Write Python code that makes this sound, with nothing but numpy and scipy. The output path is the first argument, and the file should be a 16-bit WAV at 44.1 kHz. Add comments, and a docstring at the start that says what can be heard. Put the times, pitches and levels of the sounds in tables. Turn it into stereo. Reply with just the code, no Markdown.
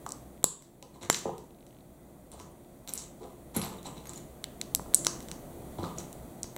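"""Room rumble with narrow resonances and microphone hiss run throughout while hands press small plastic
bricks together and set them down on a wooden table, close under a camera. Snaps ring brick modes for a few
ms and excite a small room; knocks ring low room and table modes; faint even ticks come from a motor. Parts
then slide in a pile as random bursts of ticks and scuffs, stiff parts sing as decaying sine pairs, and
later one loose part chatters in weakening taps."""
import sys
import numpy as np
from scipy import signal
from scipy.fft import rfft, irfft, next_fast_len
from scipy.io import wavfile

SR = 44100
rng = np.random.default_rng(int(sys.argv[2]) if len(sys.argv) > 2 else 0)


def unload_audio(sound):
    """Save the sound as a 16-bit wav file, at the path given as the first command line argument."""
    columns = np.transpose(np.atleast_2d(sound))
    # keep every value between -1 and 1, then stretch to whole-number steps
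    steps = np.round(np.clip(columns, -1, 1) * 32767)
    wavfile.write(sys.argv[1], SR, steps.astype(np.int16))


def natural_amplitude(level_db):
    """Convert a level in decibels to a linear amplitude factor, elementwise."""
    exponent = np.asarray(level_db, float) / 20
    return 10 ** exponent


N = 289737
T = np.arange(N) / SR
CONTACT_S = 0.0005  # time constant of plastic contact

# brick modes, before scatter and damping: f/Hz, level/dB, t60/s
BRICK_MODES = [(1300, -6.5, 0.0056), (2184, -6.5, 0.0066), (2770, -4, 0.0043), (3213, -1.5, 0.0029),
               (3955, 0.5, 0.004), (5800, 7.5, 0.0017), (6937, -8.5, 0.0067), (7650, -1, 0.0043),
               (8300, -5, 0.0048), (9140, -2, 0.0042), (10300, -4.5, 0.0047), (11500, -12, 0.0045),
               (11500, -5, 0.0054), (13400, -10.5, 0.011), (14430, -5.5, 0.004), (16270, -14, .003)]
# low modes of room and table top, before scatter and damping: f/Hz, level/dB, t60/s
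LOW_MODES = [(67, -1.5, 0.13), (95, 0, 0.32), (140, -5.5, 0.14), (189.5, -3, 0.12), (226, 0.5, 0.091),
             (275, -1.5, 0.083), (356, -2, 0.06), (447, -3, 0.062), (532.6, 3.5, 0.049),
             (675.4, -4.5, 0.076), (715, 1, 0.036), (726, 6.5, 0.026), (808, 5.5, 0.037), (955, 2, 0.02),
             (1040, -8, 0.019), (1190, -1, 0.022), (1240, 2, 0.018)]


def unit(x):
    """Scale to rms 1."""
    return x / np.sqrt(np.mean(x ** 2))


def colour(points, hz):
    """Gain at hz of (Hz, dB) points joined on a log axis."""
    f, db = np.transpose(points)[:2]
    return natural_amplitude(np.interp(np.log(hz + 1), np.log(f), db))


def diffuse(size, gain):
    """Two-channel noise of the given spectral gain; mid and side are unrelated."""
    # side level of room and background as heard: f/Hz, side minus mid/dB
    side_level = [(60, -8), (110, -6), (200, -12), (380, -6), (700, -8.5), (1290, -9), (2380, -24),
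                  (4400, -46), (8120, -11), (15000, -3.5)]
    hz = np.arange(size // 2 + 1) * SR / size
    mid, side = rfft(rng.standard_normal((2, size))) * gain(hz)
    side = side * colour(side_level, hz)
    return irfft(np.array([mid + side, mid - side]), size)


def background():
    """Noise rumble with narrow resonances, plus hiss; both follow one level curve."""
    # rumble spectrum before resonances and scaling: f/Hz, relative density/dB
    rumble_points = [(12, -53), (20, -13.5), (65, -6.5), (92, -13), (176, -5), (302, -7), (344, -11),
                     (463, -12.5), (684, -11.5), (855, -20), (1700, -32), (2210, -63.5), (3740, -120)]
    # hiss spectrum before scaling: f/Hz, relative density/dB
    hiss_points = [(1000, -38), (1700, -19.5), (1830, -5.5), (1990, -1.5), (2110, -6.5), (2630, -8),
                   (3030, -10.5), (3350, -7.5), (5240, -12.5), (8660, -4.5), (15700, -6.5)]
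    # narrow resonances on the rumble, some of them room modes: f/Hz, width/Hz, gain added to 1/dB
    resonances = [(31.2, 1.7, 2), (63.6, 4.5, 2), (130.5, 14, 0.5), (346.7, 4.2, 11)]
    # background level: t/s, rumble level/dB
    swell = [(0.0, -47), (0.4, -51), (0.5, -58), (1.06, -53), (1.24, -50.5), (1.53, -53.5), (2.82, -51.5),
             (3.58, -49.5), (3.99, -47.5), (4.45, -48.5), (5.0, -43), (5.45, -45), (5.87, -43.5),
             (6.57, -47)]
    hiss_rel_rumble_db = -12.5
    heard_hiss_top_hz = 15800  # no hiss is heard above this
    size = next_fast_len(N)

    def rumble_gain(f):
        boost = 1 + sum(natural_amplitude(db) * np.exp(-((f - hz) / width_hz) ** 2) for hz, width_hz, db in resonances)
        return colour(rumble_points, f) * boost

    def hiss_gain(f):
        return colour(hiss_points, f) * (f < heard_hiss_top_hz)

    rumble = unit(diffuse(size, rumble_gain)[:, :N])
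    hiss = unit(diffuse(size, hiss_gain)[:, :N])
    level = natural_amplitude(np.interp(T, *np.transpose(swell)))
    return (rumble + natural_amplitude(hiss_rel_rumble_db) * hiss) * level


def ring(modes, bright_hz, fall_db, chance, size, scatter_db, push_s, last=0.99, lead_rad=0.):
    """One stereo blow: modes near the brightest pitch ring most, each scattered; mid peak 1."""
    hz, db, t60_s = np.transpose(modes)
    t = np.arange(size)[:, None] / SR
    gain = natural_amplitude(db - fall_db * np.abs(np.log2(hz / bright_hz)) + scatter_db * chance[0])
    gain = gain * (-1) ** np.arange(len(hz))  # neighbours start opposite: no spectral gaps
    phase = 2 * np.pi * hz * (1 + 0.015 * chance[1]) * t + 0.25 * chance[2]
    decay = 1000. ** (-t / t60_s / last)
    x = np.array([np.sin(phase + side * lead_rad / 2) * decay @ gain for side in (1, -1)])
    x = x * (1 - np.exp(-t[:, 0] / push_s))  # contact takes a moment to build
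    return x / np.abs(x.mean(axis=0)).max()


def add(bus, s, x, pan_db, send_db, blur_s=np.inf):
    """Lay a blow on left, right and the room send; blur_s adds decay to the send."""
    i = int(s * SR)
    x = x[:, :N - i]
    end = i + x.shape[1]
    bus[:2, i:end] += x * natural_amplitude(np.array([[pan_db / 2], [-pan_db / 2]]))
    bus[2, i:end] += x.mean(axis=0) * natural_amplitude(send_db) * np.exp(-T[:x.shape[1]] / blur_s)


def snaps():
    """Hard plastic on plastic: a short crack of damped brick modes."""
    # snaps and taps: t/s, level/dB, brightest f/Hz, fall-off/(dB/octave), room send before makeup/dB
    blows = [(0.0639, -27.5, 7200, 2.5, 6.5), (0.0906, -26, 7600, 17.5, 0), (0.1061, -32, 6740, 9.5, -3),
             (0.1204, -19, 7400, 19, -2.5), (0.4294, -37, 2390, 2, -10), (0.4417, -1, 9070, 11.5, -2),
             (0.6228, -41.5, 8040, 0.5, 12), (0.826, -32.5, 3910, 7.5, 4.5), (1.034, -35, 1920, 7.5, 13.5),
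             (1.0995, -3.5, 3760, 4.5, -1.5), (1.1282, -19, 5580, 21, -10), (1.1453, -14.5, 4030, 12.5, 5),
             (1.191, -33, 9470, 9, -9), (1.3809, -38, 4130, 2.5, 6), (1.666, -43, 6960, 7, 9),
             (2.3168, -38, 9300, 5, 12), (2.399, -37, 3800, 3, 10.5), (2.8756, -27.5, 6200, 4, 4),
             (2.8859, -29, 7640, 10, 5), (2.8918, -25.5, 6200, 20, -4), (2.927, -35, 6460, 0, 9),
             (2.9365, -14, 10300, 14, 4), (2.954, -27, 10310, 14, 0), (2.9767, -22.5, 7000, 23, 8.5),
             (3.5642, -15.5, 11100, 10.5, -2), (3.596, -37, 11500, -14, 9), (3.6158, -22.5, 4070, 5.5, 13),
             (3.637, -31, 12640, 2, 2), (3.6897, -38, 11540, 6, -3), (3.8296, -37.5, 7210, 12, 6),
             (3.8673, -32, 7700, 20, 11), (4.0556, -35, 6600, -2, 15), (4.07, -37, 6350, 0, 6),
             (4.0936, -27, 7300, 17, 7.5), (4.1343, -33, 7800, 5, 11), (4.1759, -32, 7600, 13, 7),
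             (4.4414, -18, 4570, 7.5, -7), (4.614, -16, 4800, 7.5, -6.5), (4.749, -4.5, 9300, 7, -8.5),
             (4.7593, -22, 9300, 23, 0), (4.9377, -26, 9150, -4.5, 0), (4.9454, 4, 8500, 18, -6.5),
             (4.95, -11, 8450, 20.5, 9.5), (4.96, -26.5, 8800, 14, 0), (5.048, -16.5, 6000, 8, -4),
             (5.057, -30, 7200, 22, 18), (5.068, -3, 5940, 7, -3.5), (5.2046, -33, 6700, 3, 5),
             (5.227, -36, 6500, 10, 3), (5.2855, -32, 4200, 3, 6), (5.3147, -21.5, 4300, 7.5, -0.5),
             (5.785, -42, 3970, 19, 14), (5.8155, -52, 4180, 8, 2), (5.848, -38, 3810, 10, 9),
             (5.8325, -36, 4130, 21, 12), (5.9846, -25, 6700, 75, 4.5), (6.1284, -32.5, 8000, 10, 5),
             (6.4315, -16.5, 7200, 18, -1.5), (6.442, -33, 7110, 0, 3), (6.5639, -26, 7800, 0, 0)]
    pan_db = 1.2  # left minus right
    # the room gets a snap from all sides, blurring its modes: shortened send, energy made up
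    blur_s, blur_makeup_db = 0.0003, 12.5
    bus = np.zeros((3, N))
    chances = rng.standard_normal((len(blows), 3, len(BRICK_MODES)))
    for (s, db, hz, fall_db, send_db), chance in zip(blows, chances):
        blow = ring(BRICK_MODES, hz, fall_db, chance, size=512, scatter_db=3.5, push_s=CONTACT_S)
        add(bus, s, natural_amplitude(db) * blow, pan_db, send_db + blur_makeup_db, blur_s)
    return bus


def room(send, first_s=0.00043):
    """Dense reflections: noise bands, each dying at its own rate, convolved with the send."""
    # reverb bands: f/Hz, level/dB, t60/s
    bands = [(159, -53.5, 0.5), (397.5, -52, 0.5), (1036, -46.5, 0.45), (1780, -51.5, 0.49),
             (2940, -51, 0.56), (4300, -54.5, .35), (5800, -54.5, 0.31), (7200, -47, 0.38),
             (9300, -53, 0.32), (11500, -48.5, 0.24), (14500, -48.5, .14)]
    size = 2 ** 15
    t = np.arange(size) / SR
    tail = 0
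    for hz, db, t60_s in bands:
        band = unit(diffuse(size, lambda f: np.exp(-np.log2((f + 1) / hz) ** 2 / 0.12)))
        tail = tail + natural_amplitude(db) * band * 1000. ** (-t / t60_s)
    tail = tail * (1 - np.exp(-t / first_s)) ** 2
    return signal.fftconvolve(send[None], tail, axes=1)[:, :N]


def knocks():
    """Parts and wrists landing on the table ring low room and table modes; damped blows are drier."""
    # knocks: t/s, level/dB, brightest f/Hz, fall-off/(dB/octave), share of free ring time/1
    blows = [(0.0641, -26.5, 1165, 30, 0.31), (0.4421, -11, 444, 15, 0.071), (0.825, -43.5, 845, 6.5, 1.4),
             (1.1, -5.5, 720, 10.5, 0.054), (1.2535, -19.5, 540, 6, 1.6), (1.292, -25.5, 760, 15.5, 1.1),
             (2.3301, -39, 300, 3.5, 0.1), (3.206, -41, 467, 13, 4.7), (3.561, -22.5, 203, 10.5, 1.1),
             (3.854, -35.5, 786, 18, 1.5), (4.7961, -24, 900, 3.5, 0.099), (4.86, -41.5, 1240, 19, 0.72),
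             (5.067, -17, 880, 11, 0.12), (5.786, -28.5, 90, 1.5, 0.52), (5.828, -28, 280, 8.5, 0.5),
             (5.982, -35.5, 270, 4.5, 0.41), (6.444, -33, 200, 3.5, 0.091), (6.5635, -34.5, 740, 1, 0.27)]
    knock_lead_rad = 0.4  # left port hears the table first
    jolt_row, jolt_lead_rad = 1, -1.6  # this knock shakes the two ports against each other
    bus = np.zeros((3, N))
    for row, chance in enumerate(rng.standard_normal((len(blows), 3, len(LOW_MODES)))):
        s, db, hz, fall_db, last = blows[row]
        last = max(last, 0.03)
        lead_rad = jolt_lead_rad if row == jolt_row else knock_lead_rad
        blow = ring(LOW_MODES, hz, fall_db, chance, size=8192, scatter_db=1.0, push_s=0.00022,
                    last=last, lead_rad=lead_rad)
        add(bus, s, natural_amplitude(db) * blow, 0, 3 + 12 * np.log10(last))
    return bus


def motor():
    """Faint motor ticks, probably the camera lens: short rings on an even beat, some steps silent."""
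    # runs of ticks: first t/s, steps/1
    runs = [(0.377, 2), (1.507, 16), (2.647, 2)]
    step_s, sound_chance = 0.02, 0.7
    level_db, bright_hz = -53, 2900
    bus = np.zeros((3, N))
    for first_s, steps in runs:
        lucks = rng.random(steps)
        chances = rng.standard_normal((steps, 4, len(BRICK_MODES)))
        for k, (luck, chance) in enumerate(zip(lucks, chances)):
            tick = ring(BRICK_MODES, bright_hz, 14, chance, size=512, scatter_db=2.5, push_s=CONTACT_S)
            gain = (luck < sound_chance) * natural_amplitude(level_db + 1.4 * chance[3, 0])
            add(bus, first_s + k * step_s, gain * tick, 0, -6)
    return bus


def rummage(count=230, spread_db=4.0):
    """Parts sliding in a pile: random collisions tick a brick, every third scuffs the wood."""
    # slides: loudest t/s, nominal length/s, rattle level before trim/dB, brightest f/Hz, drag level/dB
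    slides = [(0.95, 0.073, -53.5, 4200, -51), (1.027, 0.07, -36, 3800, -42.5),
              (1.108, .03, -32.5, 7070, -42), (1.141, .15, -31.5, 4580, -48),
              (2.332, .06, -49, 4000, -45.5), (2.396, .12, -48, 5850, -47.5),
              (2.886, 0.054, -36, 6860, -44.5), (2.95, 0.21, -42, 8000, -54.5),
              (3.232, 0.2, -51.5, 4300, -52), (3.562, 0.088, -28.5, 9000, -40.5),
              (3.636, 0.22, -37, 8400, -41.5), (3.86, .08, -37, 4040, -42.5), (3.97, .12, -46.5, 3770, -52),
              (4.099, 0.075, -42, 7330, -47.5), (4.174, 0.097, -45, 6950, -60),
              (5.796, 0.061, -48, 4100, -38), (5.84, 0.13, -42, 3830, -39.5), (5.985, .1, -37, 6260, -46.5),
              (6.131, 0.053, -64, 7700, -52)]
    rise_share, range_db = 0.28, 18  # swells fast, dies slowly
    fall_db, widen_db = 6, -5.5  # fall-off per octave at 4 kHz; its change per octave of pitch
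    scuff_hz, gap_s = 805, 0.001
    bus = np.zeros((3, N))
    # off to the side the treble differs between the ports
    far = np.clip(np.array(BRICK_MODES)[:, 0] / 6000 - 1, 0, 1.5)
    all_draws = rng.standard_normal((len(slides), count, 4, len(LOW_MODES)))
    for (s, length_s, tick_db, hz, drag_db), draws in zip(slides, all_draws):
        rise_s = rise_share * length_s
        tick_fall_db = fall_db + widen_db * np.log2(hz / 4000)
        for k, chance in enumerate(draws[:int(length_s / gap_s)]):
            after_s = k * gap_s + 4 * abs(chance[3, 0]) * gap_s
            hit_s = s - rise_s + after_s
            dip_db = range_db * np.interp(after_s, [0, rise_s, length_s], [1, 0, 1])
            size_db = spread_db * chance[3, 1:3] - dip_db
            tick = ring(BRICK_MODES, hz * 1.2 ** chance[3, 4], tick_fall_db,
                        chance[:, :len(BRICK_MODES)], size=512, scatter_db=1.5, push_s=CONTACT_S,
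                        lead_rad=far * chance[3, 3])
            add(bus, hit_s, natural_amplitude(tick_db - 3.5 + size_db[0]) * tick, 1.5, 4)
            if k % 3 == 0:
                scuff = ring(LOW_MODES, scuff_hz, 3.2, chance, size=2048, scatter_db=8.5,
                             push_s=0.0006)
                add(bus, hit_s, natural_amplitude(drag_db + size_db[1]) * scuff, 0, 3)
    return bus


def pings():
    """Small stiff parts sing when struck: a decaying sine with a weaker neighbour above."""
    # pings: t/s, level/dB, f/Hz
    blows = [(0.941, -58, 4060), (1.1, -19.5, 7200), (2.316, -47, 9300), (2.335, -45, 8900),
             (2.515, -58, 9230), (2.876, -44, 13400), (2.893, -39, 13400), (2.937, -43, 13600),
             (2.955, -45, 13400), (2.99, -49, 13400), (3.566, -22, 11200), (3.596, -33, 11500),
             (3.618, -29, 10900), (3.646, -31.5, 11650), (3.69, -44, 11560), (3.785, -48, 3700),
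             (3.856, -40.5, 3880), (3.976, -47, 3870), (4.071, -44, 11700), (4.071, -43, 6530),
             (4.158, -40, 6900), (5.983, -36, 5800)]
    nominal_t60_s, pair_hz = 0.042, 192
    bus = np.zeros((3, N))
    for s, db, hz in blows:
        pair = [(hz, 0, nominal_t60_s), (hz + pair_hz, -5, nominal_t60_s)]
        ping = ring(pair, hz, 0, np.zeros((3, 2)), size=4096, scatter_db=0, push_s=CONTACT_S)
        add(bus, s, natural_amplitude(db) * ping, 1.5, 2.5)
    return bus


def chatter(count=15):
    """A loose part chatters to rest: quick, nearly even brick taps, weakening overall."""
    start_s, gap_s = 2.982, 0.0042
    first_db, fade_db_per_s, bright_hz = -32, -110, 6900
    bus = np.zeros((3, N))
    for k, chance in enumerate(rng.standard_normal((count, 4, len(BRICK_MODES)))):
        after_s = (k + 0.17 * chance[3, 0]) * gap_s
        tap = ring(BRICK_MODES, bright_hz, 17, chance, size=512, scatter_db=2.5, push_s=CONTACT_S)
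        tap_db = first_db + fade_db_per_s * after_s + 1.14 * chance[3, 1]
        add(bus, start_s + after_s, natural_amplitude(tap_db) * tap, 1.5, 0.5)
    return bus


def scene():
    """Near blows, their room and the background."""
    bus = snaps() + knocks() + motor() + rummage() + pings() + chatter()
    return bus[:2] + room(bus[2]) + background()


def band_limit(x):
    """A steep low-pass at the top of the band."""
    return signal.sosfilt(signal.butter(12, 17030, fs=SR, output="sos"), x)


def record(dry):
    """The camera body notches the treble and delays its phase at the left port; peaks round off."""
    # body notches: f/Hz, width/Hz, level at centre/dB
    notches = [(2800, 300, -4), (5150, 350, -12)]
    # phase between ports: f/Hz, left lead/rad
    ports = [(8000, -0.1), (9500, -1), (11500, -1.6), (16000, -0.59)]
    size = next_fast_len(N)
    f = np.arange(size // 2 + 1) * SR / size
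    gain = np.prod([1 - (1 - natural_amplitude(db)) / (1 + 2j * (f - hz) / width_hz)
                    for hz, width_hz, db in notches], axis=0)
    lead_rad = np.interp(f, *np.transpose(ports))
    gain = gain * np.exp(0.5j * lead_rad * np.array([[1], [-1]]))
    heard = irfft(rfft(dry, size) * gain, size)[:, :N]
    mix = np.tanh(0.88 * heard) / 0.9
    return band_limit(mix)


dry = scene()
out = record(dry)
unload_audio(out)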